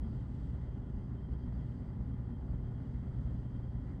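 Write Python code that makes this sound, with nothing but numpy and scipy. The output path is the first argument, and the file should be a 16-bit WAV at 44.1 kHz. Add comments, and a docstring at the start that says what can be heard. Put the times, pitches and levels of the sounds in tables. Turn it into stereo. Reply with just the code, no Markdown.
"""A still, small room with the ventilation running. From the start, air rumbles in the ducts,
fan motors drone and throb against each other, and mains-powered gear hums with a faint buzz.
All along, a thin whistle flutters and chirps on the right over a soft hiss.
In the first second a silk sleeve brushes faintly as a seated person moves an arm.
It brushes again at about 1.5 seconds, and several more times from about 3 seconds to the end."""
import sys
import numpy as np
from scipy import signal
from scipy.fft import rfft, irfft
from scipy.io import wavfile
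from scipy.ndimage import uniform_filter1d

SR = 44100
rng = np.random.default_rng(int(sys.argv[2]) if len(sys.argv) > 2 else 0)


def bounce(signal):
    """Save signal as a 16-bit WAV file at the path given by the first command-line argument."""
    frames = np.transpose(np.atleast_2d(signal))
    limited = np.clip(frames, -1, 1)
    pcm = np.round(limited * 32767).astype(np.int16)
    wavfile.write(sys.argv[1], SR, pcm)


N = 176400
T = np.arange(N) / SR
HZ = np.maximum(np.arange(N // 2 + 1) * SR / N, 1e-3)


def from_db(db):
    """Turn decibels into a number to multiply a sound by."""
    return 10 ** (np.asarray(db) / 20)


def noise(gain):
    """Steady noise, with `gain` setting its strength at each pitch."""
    return irfft(rfft(rng.standard_normal(N)) * gain, N) * np.sqrt(SR / 2)


def shaped_noise(points):
    """Noise whose tone follows a table of pitches and levels."""
    hz, db = np.transpose(points)
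    return noise(from_db(np.interp(np.log(HZ), np.log(hz), db)))


def ringing_noise(hz, width_hz):
    """Noise that rings around one pitch; its typical size is 1."""
    ring = noise(1 / (1 + ((HZ - hz) / width_hz) ** 2))
    return ring / ring.std()


def drift(rate_hz):
    """A smooth random wobble; its typical size is 1."""
    return ringing_noise(0, rate_hz)


# The tone of the hiss. Columns: pitch_hz, level_db_per_hz
HISS_TONE = [(2500, -125), (4000, -124), (5300, -124), (5750, -127), (6400, -123), (7050, -130),
             (7450, -120), (7850, -126), (8200, -121), (8800, -122), (9250, -142), (11000, -155)]
def hiss():
    """A soft hiss from the left, which reaches the right side weaker and partly scattered."""
    direct, scattered = shaped_noise(HISS_TONE), shaped_noise(HISS_TONE)
    right = from_db(-10) * (direct + scattered) / np.sqrt(2)
    return np.array([direct, right])


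# Rumbling air, the same on both sides. Columns: pitch_hz, level_db_per_hz
DUCT_AIR = [(10, -92), (24, -69), (36, -74.5), (47, -59.5), (55, -62.5), (66, -63), (74, -67), (86, -64),
            (108, -67), (142, -63.5), (166, -68), (240, -69.5), (288, -73.5), (316, -83), (405, -82.5),
            (440, -90), (530, -89), (700, -94), (950, -96), (1120, -100), (1430, -100), (1560, -104.5),
            (2030, -104.5), (2280, -116), (4000, -122), (9000, -145)]
# That air bouncing off the walls, opposite on the two sides. Columns: pitch_hz, level_db_per_hz
SCATTERED_AIR = [(15, -89), (60, -81.5), (165, -88.5), (215, -83), (330, -86), (420, -92.5), (560, -98.5),
                 (1000, -100), (1450, -101), (1600, -105), (2000, -108), (2350, -118), (4000, -126),
                 (9000, -145)]
def air_rumble():
    """Air rumbles in the ducts, and its swirling makes the loudness flutter a little."""
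    air = shaped_noise(DUCT_AIR) + shaped_noise(SCATTERED_AIR) * np.array([[1], [-1]])
    return air * from_db(1.26 * drift(rate_hz=26.2))


# The tones of the fan motors. Columns: pitch_hz, wander_hz, level_db
MOTOR_TONES = [(47.87, .05, -52), (59.4, .05, -55.5), (63.8, .05, -47.8), (64.9, .1, -56), (79.7, .05, -55),
               (130.2, .05, -53.5), (181, 3, -59.5), (326, 4, -73.5), (388.5, 3, -70), (790, .8, -80.5),
               (889, .8, -80.5), (1011, .8, -79.5), (1450, 10, -89), (1815, 8, -92), (1885, 8, -92),
               (2039, 6, -90.5)]
def fan_drones():
    """Motors hum clean tones that wander in pitch; low ones that lie close together throb."""
    out = np.zeros(N)
    for pitch_hz, wander_hz, level_db in MOTOR_TONES:
        cycles = np.cumsum(pitch_hz + wander_hz * drift(rate_hz=6)) / SR + rng.random()
        out += from_db(level_db) * np.sqrt(2) * np.sin(2 * np.pi * cycles)
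    return out


HUM_HZ = 119.97
# The tones of the electric hum. Columns: multiple (of HUM_HZ), left_db, right_db, left_lead_radians
HUM_TONES = [(1, -45, -45, .1), (2, -63, -62, -.1), (3, -68, -72, .7), (4, -72, -77, .2),
             (5, -76, -76, -1.2), (6, -88, -77, -.2), (7, -76, -76, .7), (8, -83, -91, 2.8),
             (9, -85, -91, .4), (10, -84, -82, 1.5), (11, -88, -85, 3.1), (15, -90, -86, -2.5)]
def mains_hum():
    """Gear hums at multiples of twice the mains rate; room echoes place each tone left or right."""
    out = np.zeros((2, N))
    for multiple, left_db, right_db, lead in HUM_TONES:
        phase = 2 * np.pi * (multiple * HUM_HZ * T + rng.random())
        waver = np.sqrt(2) * from_db(1.38 * drift(rate_hz=2.3))
        out[0] += waver * from_db(left_db) * np.sin(phase + lead)
        out[1] += waver * from_db(right_db) * np.sin(phase)
    return out


BAND_TOPS_HZ, SWELL_DEPTH = (100, 167, 270), 0.98
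# How three low bands rise and fall, deepest first. Columns: time_s, level_db (before SWELL_DEPTH)
BASS_SWELL = [(0, 3.5), (.12, 3.5), (.28, -2.5), (.52, 4), (.84, -2.5), (.97, 3), (1.09, -3.5), (1.25, 2),
              (1.471, 3), (1.8, -1.5), (2.12, 2), (2.299, -2.5), (2.468, 4.5), (2.8, -1.5), (3.25, 3.5),
              (3.6, -0.5), (3.75, 1), (4, -1.5)]
BOOM_SWELL = [(0, -6.5), (.17, 0.5), (.45, -1.4), (.8, -2.5), (1.5, -2.3), (1.67, 1), (1.8, -4),
              (2.07, 1.5), (2.41, -3.5), (2.66, 1.5), (2.901, -2), (3.27, 2.5), (3.6, -1.5), (3.85, 1.4),
              (4, -9.5)]
LOW_MID_SWELL = [(.03, 5.5), (0.219, -2.5), (0.469, .5), (.65, -5), (1.0, 1), (1.3, -0.5), (1.55, 1.3),
                 (1.85, -0.6), (2.08, 1.8), (2.76, -2), (2.96, 2), (3.15, -2.5), (3.29, 1), (3.75, -2.5),
                 (3.95, 0.5)]
def low_swells(sound):
    """The deep bass, the boom and the band just above each grow louder and softer on their own."""
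    below = [np.zeros_like(HZ)] + [1 / (1 + (HZ / top_hz) ** 16) for top_hz in BAND_TOPS_HZ]
    out = sound
    for band_shape, curve in zip(np.diff(below, axis=0), (BASS_SWELL, BOOM_SWELL, LOW_MID_SWELL)):
        band = irfft(rfft(sound) * band_shape, N)
        power = uniform_filter1d((band ** 2).mean(0), int(.3 * SR))   # averaged over 0.3 s
        even_out = np.sqrt(power.mean() / power)
        swell = from_db(SWELL_DEPTH * np.interp(T, *np.transpose(curve)))
        out = out + band * (even_out * swell - 1)
    return out


# The pitches the whistle rings at. Columns: pitch_hz, width_hz, left_db, right_db
WHISTLE_RINGS = [(3175, 28, -99.5, -84.5), (2930, 110, -94.5, -86.5), (3234, 130, -92, -83),
                 (4726, 310, -89.5, -88), (6220, 220, -96, -100)]
# How the whole whistle rises and falls. Columns: time_s, level_db
WHISTLE_SWELL = [(0, 1), (.2, 1), (.3, -3), (.45, -0.5), (.75, 2), (1.03, 0.5), (1.22, -1.5), (1.4, 1),
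                 (1.7, 1.5), (1.9, -1), (2.35, -1), (2.6, -0.5), (3.0, 0.5), (3.28, 1.5), (3.45, 1.5),
                 (3.63, 1), (4, 0)]
def whistle():
    """Thin, high ringing, mostly on the right; each pitch flutters while all swell together."""
    out = np.zeros((2, N))
    for pitch_hz, width_hz, *sides_db in WHISTLE_RINGS:
        flutter = from_db(2 * drift(rate_hz=12))
        out += flutter * np.array([from_db(db) * ringing_noise(pitch_hz, width_hz) for db in sides_db])
    return out * from_db(np.interp(T, *np.transpose(WHISTLE_SWELL)))


def bump(middle_s, half_length_s):
    """A bell-shaped fade in and out, reaching 1 in the middle."""
    return np.exp(-.5 * ((T - middle_s) / half_length_s) ** 2)


# The moments when the whistle catches. Columns: middle_s, pitch_hz, right_db
WHISTLE_CHIRPS = [(.035, 3250, -80), (.18, 3185, -76), (.565, 3180, -78.5), (.68, 3187, -80),
                  (.755, 3185, -79), (1.19, 3130, -73), (1.25, 3175, -73.5), (1.335, 3200, -75.5),
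                  (1.45, 3170, -76), (1.55, 4720, -82.5), (1.64, 3200, -77), (1.895, 4710, -85),
                  (2.14, 3220, -76), (2.35, 3178, -74), (2.506, 4690, -83), (2.76, 3240, -77.5),
                  (3.07, 3240, -79.5), (3.285, 3180, -72.5), (3.465, 3175, -77), (3.635, 3200, -73.5)]
def chirps():
    """Now and then the whistle catches and sings for a moment on a wavering pitch."""
    right = np.zeros(N)
    waver_hz = 18 * drift(rate_hz=40)
    for middle_s, pitch_hz, right_db in WHISTLE_CHIRPS:
        tone = np.sqrt(2) * np.sin(2 * np.pi * np.cumsum(pitch_hz + waver_hz) / SR)
        right += from_db(right_db) * bump(middle_s, half_length_s=0.014) * tone
    return np.array([from_db(-15.5) * right, right])


# Silk sliding on silk, as heard on each side. Columns: pitch_hz, level_db_per_hz
SWISH_LEFT = [(1500, -125), (2500, -118), (4500, -118), (6800, -122), (8400, -118), (9400, -141),
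              (15000, -146)]
SWISH_RIGHT = [(1500, -125), (2500, -116), (3050, -109), (3900, -115), (4700, -114), (5200, -126),
               (8400, -128), (9400, -147)]
# The dull rub of heavier cloth. Columns: pitch_hz, level_db_per_hz
CLOTH_RUB = [(500, -115), (1400, -102), (1720, -101.5), (1900, -96.5), (2080, -102), (2400, -116),
             (3500, -135), (9000, -165)]
# The movements of the arm. Columns: middle_s, half_length_s, swish_db, rub_db
ARM_MOVES = [(0.152, 0.083, -1, -14), (0.425, 0.12, 2, -9), (0.634, 0.022, -5, 0),
             (1.552, 0.13, -6.5, -6.5), (1.745, .08, -6, -10), (2.954, 0.14, -5.5, -7),
             (3.292, 0.13, -3.5, -12.5), (3.55, 0.087, -8.5, -9), (3.899, 0.042, -3, 2.5)]
def sleeve():
    """Cloth slides on cloth: each move is a smooth swell of grainy noise, a swish and a duller rub."""
    swish, rub = np.zeros(N), np.zeros(N)
    for middle_s, half_length_s, swish_db, rub_db in ARM_MOVES:
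        speed = bump(middle_s, half_length_s)
        swish += from_db(swish_db) * speed
        rub += from_db(rub_db) * speed
    grain = from_db(1.5 * drift(rate_hz=40))
    sides = [swish * shaped_noise(silk) + rub * shaped_noise(CLOTH_RUB)
             for silk in (SWISH_LEFT, SWISH_RIGHT)]
    return grain * np.array(sides)


def scene():
    """The ongoing sounds of the room, with the sleeve on top."""
    machines = low_swells(air_rumble() + fan_drones() + mains_hum())
    return machines + whistle() + chirps() + hiss() + sleeve()


# The microphones' own faint hiss. Columns: pitch_hz, left_db_per_hz
MIC_HISS = [(3000, -136), (9500, -143), (11800, -137), (12800, -130), (13900, -135), (15300, -134)]
def record(dry):
    """The microphones add a steady hiss, weaker on the right, and the highest treble is cut."""
    mic_hiss = np.array([shaped_noise(MIC_HISS), from_db(-5) * shaped_noise(MIC_HISS)])
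    treble_cut = signal.ellip(10, .1, 70, 15500, fs=SR, output="sos")   # cuts above 15500 Hz
    return signal.sosfilt(treble_cut, dry + mic_hiss)


dry = scene()
out = record(dry)
bounce(out)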